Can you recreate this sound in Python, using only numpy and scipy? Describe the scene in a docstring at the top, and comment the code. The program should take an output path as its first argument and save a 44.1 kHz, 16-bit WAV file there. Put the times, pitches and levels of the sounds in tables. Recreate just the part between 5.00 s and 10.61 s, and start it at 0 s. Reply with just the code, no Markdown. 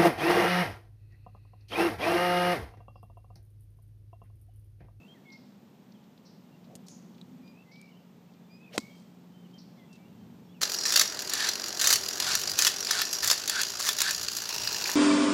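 """An open range: a golfer grounds an iron, swings, and strikes the ball with one sharp click.
Pressure pulses, damped ring modes and a noise crack make the click; damped sines thump the turf and
noise throws up crumbs of soil; the tree line returns a faint wash. Songbirds whistle and trill as
gliding tones and chip as noise rasps, over distant traffic noise and the drone of one engine."""
import sys
import numpy as np
from scipy import signal
from scipy.fft import rfft, irfft
from scipy.io import wavfile
from scipy.ndimage import uniform_filter1d

SR = 44100
rng = np.random.default_rng(int(sys.argv[2]) if len(sys.argv) > 2 else 0)


def persist_wave(psi):
    """Save psi, clipped to +-1, as 16-bit WAV."""
    counts = np.round(np.clip(psi, -1, 1) * 32767).astype(np.int16)
    wavfile.write(sys.argv[1], SR, np.atleast_2d(counts).T)


N = 247401
TIME_S = np.arange(N) / SR
FREQ_HZ = np.fft.rfftfreq(N, 1 / SR)


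def amp(db):
    """Decibels to gain."""
    return 10 ** (np.asarray(db) / 20)


def evened(x):
    """Scales to rms 1."""
    return x / np.sqrt(np.mean(x ** 2) + 1e-20)


def spectrum_gain(points):
    """(freq_hz, level_db) points as a gain for every frequency."""
    hz, db = np.transpose(points)
    return amp(np.interp(np.log(FREQ_HZ + 1), np.log(hz), db))


def curves(rows, t_s):
    """Every column of a time table, interpolated at t_s."""
    point_s, *columns = np.transpose(rows)
    return [np.interp(t_s, point_s, column) for column in columns]


def noise(gain):
    """Noise of rms 1 with the given spectrum shape."""
    return evened(irfft(rfft(rng.standard_normal(N)) * gain, N))


def wander(rate_hz):
    """Slow random curve of rms 1; its gain is halved at rate_hz."""
    return noise(1 / (1 + (FREQ_HZ / rate_hz) ** 4))


def dying(start_s, t60_s, rise_s=0.00034):
    """Envelope that rises quickly at start_s and decays 60 dB in t60_s."""
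    age_s = np.maximum(TIME_S - start_s, 0)
    decay = np.exp(-np.minimum(np.log(1000) * age_s / t60_s, 50))
    return (1 - np.exp(-age_s / rise_s)) * decay


def resonate(x, pitch_hz, width_hz):
    """Resonance of peak gain 1 tracking pitch_hz: shift to 0 Hz, one-pole low-pass, shift back."""
    carrier = np.exp(2j * np.pi * np.cumsum(pitch_hz * np.ones(N)) / SR)
    pole = np.exp(-np.pi * width_hz / SR)
    return 2 * (carrier * signal.lfilter([1 - pole], [1, -pole], x / carrier)).real


def placed(start_s, sound):
    """A sound set into the scene at start_s."""
    return np.pad(sound, (max(round(start_s * SR), 0), N))[:N]


def burst(start_s, gain_at, envelope_at, size=32768):
    """Short stretch of coloured noise, rms 1 before its envelope."""
    hz = np.fft.rfftfreq(size, 1 / SR) + 1
    age_s = np.arange(size) / SR
    coloured = evened(irfft(rfft(rng.standard_normal(size)) * gain_at(hz)))
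    return placed(start_s, coloured * envelope_at(age_s))


STRIKE_S = 3.7793
# face meets ball, ball springs off: time_s, pressure_peak (before the bass cut), decay_each_side_s
CONTACT_PULSES = [(3.7789, -0.1, .00008), (3.77933, .17, .00006), (3.78045, -0.28, 0.00013)]
# ring of club head and ball: pitch_hz, level_db, t60_s
RING_MODES = [(453, -33, 0.042), (760, -20, 0.0098), (1043, -26.5, 0.024), (1390, -34.5, 0.027),
              (2120, -23.5, 0.012), (2500, -16.5, 0.0089), (3150, -24.5, 0.014), (3890, -21.5, 0.011),
              (4450, -23, 0.011), (4730, -30.5, 0.016), (5450, -30.5, 0.017), (6030, -31.5, 0.022),
              (6430, -27, 0.017), (7160, -28, 0.017), (7850, -45, 0.043), (8250, -31, 0.015),
              (13200, -31, 0.0076)]
# crack spectrum shape: freq_hz, relative_level_db
CRACK_SPECTRUM = [(250, -9), (900, 7), (1350, -7), (1700, -17), (2300, -11), (4300, 3), (6000, -7),
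                  (8400, 5), (9700, -14), (13500, -10), (15000, -16)]


def strike(crack_db=-29, crack_t60_s=0.025):
    """Sharp pressure pulses, the brief ring of head and ball, and a noise crack."""
    pulses = sum(peak * np.exp(-np.minimum(abs(TIME_S - time_s) / decay_s, 50))
                 for time_s, peak, decay_s in CONTACT_PULSES)
    ring = sum(amp(db) * dying(STRIKE_S, t60_s, 0.00014) * np.cos(2 * np.pi * hz * (TIME_S - STRIKE_S))
               for hz, db, t60_s in RING_MODES)
    crack = noise(spectrum_gain(CRACK_SPECTRUM)) * dying(3.7786, crack_t60_s, 0.00042)
    return pulses + ring + amp(crack_db) * crack


# blows of the sole on the turf: start_s, level_db (before the bass cut), pitch_hz, t60_s
TURF_THUMPS = [(1.7557, -34.5, 232, 0.017), (3.7769, -30, 600, 0.012), (3.779, -11.5, 327, 0.0099),
               (3.7879, -27, 247, 0.038)]
# tearing turf, spectrum shape: freq_hz, relative_level_db
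DIVOT_SPECTRUM = [(300, 2), (1700, -16), (3000, -11), (4500, 0), (7000, -6), (8700, -10), (9800, -17),
                  (15000, -18)]


def turf(tear_db=-36, spray_db=-55, fall_db=-65, clump_rms_db=4.5):
    """The ground thumps as damped sines; torn roots and flying, pattering soil are shaped noise."""
    thumps = sum(amp(db) * dying(start_s, t60_s) * np.sin(2 * np.pi * hz * (TIME_S - start_s))
                 for start_s, db, hz, t60_s in TURF_THUMPS)
    tear = amp(tear_db) * dying(3.7872, 0.019, 0.0016)
    crumbs = amp(spray_db) * dying(3.797, 0.18, 0.0025) + amp(fall_db) * dying(3.93, 0.64, .03)
    clumped_crumbs = crumbs * amp(clump_rms_db * wander(400))
    return thumps + noise(spectrum_gain(DIVOT_SPECTRUM)) * (tear + clumped_crumbs)


# downswing: time_s, shaft_rush_level_db (before rush_trim_db), rush_upper_edge_hz, eddy_level_db,
# eddy_pitch_hz
SWING_CURVES = [(3.70, -74, 3000, -68, 380), (3.722, -58, 3500, -59, 440), (3.736, -47, 4830, -56, 520),
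                (3.75, -46.5, 6200, -41.5, 570), (3.763, -45.5, 7800, -43, 600),
                (3.771, -55.5, 8000, -49, 583), (3.779, -63, 8000, -49, 560)]


def swish(rush_trim_db=-1, eddy_width_hz=220, low_edge_hz=1700, fizz_db=-20):
    """Air rushes past the shaft, brightening as its upper edge rises; the head sheds lower eddies."""
    rush_db, edge_hz, eddy_db, eddy_hz = curves(SWING_CURVES, TIME_S)
    hz, frame_s, bins = signal.stft(rng.standard_normal(N), SR, nperseg=128)
    hz = hz[:, None]
    low_cut = hz ** 2 / np.hypot(hz ** 2, low_edge_hz ** 2)
    high_cut = 1 / (1 + (hz / np.interp(frame_s, TIME_S, edge_hz)) ** 6)
    bins *= (amp(fizz_db) + high_cut) * low_cut
    rush = signal.istft(bins, SR, nperseg=128)[1][:N] / np.sqrt(2 * edge_hz / SR)
    once = resonate(rng.standard_normal(N), eddy_hz, eddy_width_hz)
    eddies = evened(resonate(once, eddy_hz, eddy_width_hz))
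    swinging = (TIME_S > SWING_CURVES[0][0]) & (TIME_S < SWING_CURVES[-1][0])
    return swinging * (amp(rush_trim_db + rush_db) * rush + amp(eddy_db) * eddies)


# club brushing the grass at address: time_s, level_db
BRUSH_LEVEL = [(1.67, -72), (1.705, -58), (1.73, -57.5), (1.755, -55.5), (1.78, -73)]


def brush(centre_hz=580, half_width_hz=190):
    """The sole slides softly over the grass: a low band of noise."""
    time_s, db = np.transpose(BRUSH_LEVEL)
    band = 1 / (1 + ((FREQ_HZ - centre_hz) / half_width_hz) ** 6)
    return np.interp(TIME_S, time_s, amp(db), 0, 0) * noise(band)


# small ticks of club, grass, shoes and, just after the strike, clods of the divot:
# start_s, level_db, centre_hz, width_octaves (std), t60_s
SMALL_TICKS = [(.302, -59, 4100, .22, 0.035), (.921, -57, 4100, 0.37, 0.029), (1.04, -63.5, 3900, .4, .03),
               (1.177, -59.5, 3900, .35, .03), (1.643, -62, 4170, 0.31, .08), (1.7535, -42.5, 5500, 1, .02),
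               (1.758, -51.5, 7100, .55, 0.034), (1.867, -63, 8500, .6, 0.056),
               (1.884, -44, 5140, 0.76, 0.02), (2.146, -66, 3700, 0.36, .05),
               (2.181, -58, 3300, 0.43, .035), (2.214, -47.5, 3770, .17, 0.021),
               (2.215, -63, 7000, 0.35, .015), (2.477, -60.5, 4000, 0.55, .03),
               (2.758, -54.5, 3500, .25, .025), (2.815, -50.5, 4900, 1, 0.011),
               (3.337, -63, 3800, 0.38, 0.037), (3.7904, -41, 7000, 0.28, 0.01),
               (3.801, -46.5, 5760, 0.41, 0.023), (3.808, -48, 5470, 0.48, 0.021),
               (4.511, -64, 4000, .4, .03), (4.542, -63, 5200, 0.39, 0.037),
               (4.929, -57.5, 5000, 0.57, 0.079), (4.955, -62, 4300, 0.59, 0.086)]


def ticks():
    """Dry little snaps of club, grass, shoes and divot clods, each a fast-dying band of noise."""
    out = np.zeros(N)
    for start_s, db, centre_hz, width_octaves, t60_s in SMALL_TICKS:
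        out += amp(db) * burst(start_s,
                               lambda hz: np.exp(-.5 * (np.log2(hz / centre_hz) / width_octaves) ** 2),
                               lambda age_s: amp(-60 * age_s / t60_s))
    return out


# scattered return, spectrum shape: freq_hz, relative_level_db
RETURN_SPECTRUM = [(200, 6), (600, 5), (1700, -7), (4600, -1), (8000, -8), (9700, -20), (15000, -11)]


def tree_line(level_db=-58, t60_s=1.16):
    """The click comes back from field and trees as a faint wash of decaying noise."""
    return amp(level_db) * noise(spectrum_gain(RETURN_SPECTRUM)) * dying(3.785, t60_s, 0.009)


NOTE_BOW_DB, NOTE_EDGE_S = 4.5, 0.0034  # mid-note fullness, soft edges
TREMOR_RATIO = 0.0063  # rms pitch quiver (before it is cut to the note)
SWAY_RATE_HZ = 16


def note(start_s, length_s, first_hz, last_hz, arch_hz, level_db, swell_db, sway_hz=0):
    """Age, phase and loudness of one note: an arched glide that swells or fades."""
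    age_s = np.arange(round(length_s * SR)) / SR
    along = age_s / length_s
    bow = 4 * along * (1 - along)
    glide_hz = first_hz + (last_hz - first_hz) * along + arch_hz * bow
    pitch_hz = glide_hz + sway_hz * np.sin(2 * np.pi * SWAY_RATE_HZ * age_s)
    tremor = evened(uniform_filter1d(rng.standard_normal(SR), size=160))[:len(age_s)]
    phase = 2 * np.pi * np.cumsum(pitch_hz * (1 + TREMOR_RATIO * tremor)) / SR
    edges = np.clip(np.minimum(age_s, length_s - age_s) / NOTE_EDGE_S, 0, 1)
    loudness = edges * amp(level_db + swell_db * (along - .5) + NOTE_BOW_DB * (bow - 1))
    return age_s, phase, loudness


def whistle(row, third_db=-19):
    """A clear note; its overtones bloom in its middle."""
    *shape, octave_db = row
    age_s, phase, loudness = note(*shape)
    bloom = np.sin(np.pi * age_s / age_s[-1])
    overtones = bloom * (np.sin(2 * phase) + amp(third_db) * np.sin(3 * phase))
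    return placed(row[0], loudness * (np.sin(phase) + amp(octave_db) * overtones))


TRILL_HZ, TRILL_GROW_S, TRILL_DEPTH = 62.6, .025, .85


def trill(row, shake_rad=.7):
    """A note shaken in pitch and loudness at one rate, in some cases after a clear opening."""
    *shape, clear_s = row
    age_s, phase, loudness = note(*shape)
    depth = TRILL_DEPTH * np.clip(.5 + (age_s - clear_s) / (2 * TRILL_GROW_S), 0, 1)
    beat = 2 * np.pi * TRILL_HZ * age_s
    shaken = np.sin(phase + shake_rad * depth * np.cos(beat))
    return placed(row[0], loudness * (1 + depth * np.sin(beat)) * shaken)


def warble(start_s, length_s, pitch_hz, glide_hz, sway_hz, level_db):
    """A thin gliding note that may sway up and down."""
    _, phase, loudness = note(start_s, length_s, pitch_hz, pitch_hz + glide_hz, 0, level_db, 0, sway_hz)
    return placed(start_s, loudness * np.sin(phase))


# near bird's clear notes:
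# start_s, length_s, first_hz, last_hz, arch_hz, level_db, swell_db (over the note), octave_db
NEAR_WHISTLES = [(0.078, 0.067, 3080, 3200, 64, -59.5, 2, -35),
                 (0.14, 0.061, 2230, 1750, -140, -70, -10, -35),
                 (0.251, 0.12, 2205, 2155, -36, -57, 5.5, -35), (2.426, .108, 2380, 2355, 64, -68, 0, -1),
                 (2.656, 0.066, 2060, 2140, -47, -67.5, 5, -30), (3.494, 0.1, 2370, 2515, 18, -67, -2, 2),
                 (4.336, 0.15, 3070, 3090, 24, -74, -14, -30), (4.533, 0.051, 3140, 3140, 0, -61.5, 0, -30),
                 (4.773, .082, 2220, 2020, -67, -67, 3, -30), (4.889, .086, 2730, 2660, -3, -66, 7, -30),
                 (4.98, .092, 2285, 2320, 21, -72.5, 2, -30), (5.489, 0.045, 3290, 3540, -40, -69, 2, -30),
                 (5.542, 0.064, 3000, 2230, -47, -69, -10, -29)]
# near bird's trilled notes:
# start_s, length_s, first_hz, last_hz, arch_hz, level_db, swell_db (over the note), clear_opening_s
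NEAR_TRILLS = [(0, 0.084, 2620, 2850, -35, -65, -6, 0), (2.541, 0.1, 2430, 2720, 60, -66, 4, 0),
               (2.713, .212, 2185, 2225, 132.5, -62, -9, .085),
               (3.596, 0.11, 2490, 2430, 127, -62.5, 1, 0.023),
               (3.785, .19, 2154, 2296, 40, -62.5, -16, 0.052)]
# farther bird: start_s, length_s, pitch_hz, glide_hz, sway_hz, level_db (before far_trim_db)
FAR_WARBLES = [(.255, 0.043, 3550, -100, -150, -73), (.938, .04, 3650, -800, -100, -73),
               (.995, .035, 3400, -500, 0, -73), (1.512, 0.055, 2740, 51, 2, -74),
               (2.865, 0.16, 2860, 70, -160, -71.5), (3.28, .035, 2680, -50, 0, -75),
               (3.342, 0.048, 2410, -20, 0, -75), (3.42, .05, 3550, -30, 0, -76),
               (3.63, 0.037, 3420, 182, 2, -72), (3.898, 0.097, 3250, -110, 1, -67),
               (4.445, 0.033, 3090, -320, 0, -68), (4.78, 0.037, 3580, -380, 0, -68),
               (5.04, .05, 2700, 170, 0, -71), (5.19, .05, 3190, -100, 0, -76),
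               (5.44, 0.066, 5520, -20, 0, -77)]


def birds(far_trim_db=-1, wet_db=-14, far_wet_db=-4, t60_s=0.58, flutter_rms_db=1, far_flutter_rms_db=3):
    """Nearly pure whistles, some trilled, echoed by the trees; the far bird flickers more."""
    near = sum(map(whistle, NEAR_WHISTLES)) + sum(map(trill, NEAR_TRILLS))
    far = amp(far_trim_db) * sum(warble(*row) for row in FAR_WARBLES)
    tail = (rng.standard_normal(N) * dying(0.01, t60_s, 0.009))[:SR]
    echo_feed = amp(wet_db) * near + amp(far_wet_db) * far
    echo = signal.fftconvolve(echo_feed, tail / np.linalg.norm(tail))[:N]
    flutter = wander(70)
    direct = near * amp(flutter_rms_db * flutter) + far * amp(far_flutter_rms_db * flutter)
    return np.sqrt(2) * (direct + echo)  # sine peak to rms


# harsh chips: start_s, level_db, centre_hz (before the offsets), half_width_hz, length_s, answer_t60_s
BIRD_CHIPS = [(0.317, -56, 4850, 845, 0.031, 0.72), (1.25, -57, 4980, 850, 0.031, 0.64),
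              (1.863, -52.5, 5500, 1200, 0.011, 0.64), (1.884, -62.5, 8200, 3000, 0.028, 0.58),
              (1.885, -59, 6500, 600, 0.087, 1), (2.713, -57.5, 4800, 850, 0.022, 0.81),
              (4.576, -57, 4900, 855, 0.041, 0.79)]


def chips(echo_db=-6, rasp_rms_db=1.0, rise_s=0.0074, echo_rise_s=0.018, rasp_up_hz=80, echo_down_hz=120):
    """A short noise rasp from inside the trees; the foliage answers more slowly and a little lower."""
    def band(hz, centre_hz, half_width_hz):
        """Flat-topped pass band."""
        return 1 / np.sqrt(1 + abs((hz - centre_hz) / half_width_hz) ** 6)

    out = np.zeros(N)
    for start_s, db, centre_hz, half_width_hz, length_s, t60_s in BIRD_CHIPS:
        rasp = burst(start_s, lambda hz: band(hz, centre_hz + rasp_up_hz, half_width_hz),
                     lambda age_s: (1 - np.exp(-age_s / rise_s)) * np.exp(-(age_s / length_s) ** 2))
        answer = burst(start_s, lambda hz: band(hz, centre_hz - echo_down_hz, half_width_hz),
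                       lambda age_s: (1 - np.exp(-age_s / echo_rise_s)) * amp(echo_db - 60 * age_s / t60_s))
        out += amp(db) * (rasp + answer)
    return out * amp(rasp_rms_db * wander(200))


# distant traffic: time_s, level_db (before traffic_trim_db)
TRAFFIC_CURVE = [(0, -56), (1.1, -58), (1.95, -54), (2.45, -55), (2.75, -58.5), (3.7, -56.5), (4.6, -55.5),
                 (5.35, -53), (5.61, -56)]
# traffic spectrum shape: freq_hz, relative_level_db
TRAFFIC_SPECTRUM = [(25, -28), (55, -28), (80, -19), (110, -8), (150, -0.5), (190, 0.5), (230, 3),
                    (280, -6), (380, -14), (600, -29), (1200, -51)]
# far engine: time_s, level_db (before drone_trim_db)
ENGINE_CURVE = [(0, -65), (.55, -58.5), (1.5, -65), (1.75, -53), (2.5, -57), (3.6, -57), (4.7, -54.5)]
# soft hiss, spectrum shape: freq_hz, relative_level_db
AIR_SPECTRUM = [(240, -15.5), (400, -3.5), (600, -7.5), (920, -10), (1220, -15.5), (1600, -19),
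                (2600, -20.5), (3400, -21), (4500, -24.5), (7000, -28), (8300, -31.5), (9900, -39.5),
                (13200, -28.5), (15300, -30)]
ENGINE_START_HZ, ENGINE_CRUISE_HZ, ENGINE_SETTLE_S = 231.25, 177.5, .6  # it slows to a steady speed


def background(traffic_trim_db=1, air_db=-63, air_follows=0.4, drone_trim_db=-1, waver_rms_hz=0.65):
    """Traffic rumble, one engine note wavering in pitch, and a hiss that swells a little with traffic."""
    rumble_db, = curves(TRAFFIC_CURVE, TIME_S)
    engine_db, = curves(ENGINE_CURVE, TIME_S)
    slowing = np.exp(-TIME_S / ENGINE_SETTLE_S)
    engine_hz = ENGINE_CRUISE_HZ + (ENGINE_START_HZ - ENGINE_CRUISE_HZ) * slowing
    phase = 2 * np.pi * np.cumsum(engine_hz + waver_rms_hz * wander(3.14)) / SR
    engine = np.sqrt(2) * amp(drone_trim_db + engine_db) * np.sin(phase)
    rumble = amp(traffic_trim_db + rumble_db) * noise(spectrum_gain(TRAFFIC_SPECTRUM))
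    hiss_db = air_db + air_follows * (rumble_db - rumble_db.mean())
    return engine + rumble + amp(hiss_db) * noise(spectrum_gain(AIR_SPECTRUM))


# swells in the rumble: peak_s, level_db, centre_hz, half_width_hz, half_length_s (to 1/e)
RUMBLE_SWELLS = [(.45, -57, 239, 17, .12), (2.38, -52, 243, 21, 0.14), (5.35, -61.5, 107, 23, 0.28)]


def swells():
    """Narrow bands of the rumble rise and fall away."""
    out = np.zeros(N)
    for peak_s, db, centre_hz, half_width_hz, half_length_s in RUMBLE_SWELLS:
        band = noise(1 / (1 + ((FREQ_HZ - centre_hz) / half_width_hz) ** 4))
        out += amp(db) * np.exp(-((TIME_S - peak_s) / half_length_s) ** 2) * band
    return out


def scene(radiation_hz=130):
    """The golfer in front, birds and traffic behind."""
    # a club head radiates little bass
    small_source = signal.butter(2, radiation_hz, "highpass", fs=SR, output="sos")
    blows = signal.sosfilt(small_source, strike() + turf())
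    golfer = blows + swish() + brush() + ticks() + tree_line()
    return (golfer + birds() + chips() + background() + swells())[None]


def record(dry, bass_cut_hz=70, band_edge_hz=15400):
    """The microphone sheds deep bass; a low-pass then limits the band."""
    thin = signal.sosfilt(signal.butter(2, bass_cut_hz, "highpass", fs=SR, output="sos"), dry)
    low_pass = signal.firwin(511, band_edge_hz, window=("kaiser", 9), fs=SR)
    return signal.oaconvolve(thin, low_pass[None], "same")


dry = scene()
out = record(dry)
persist_wave(out)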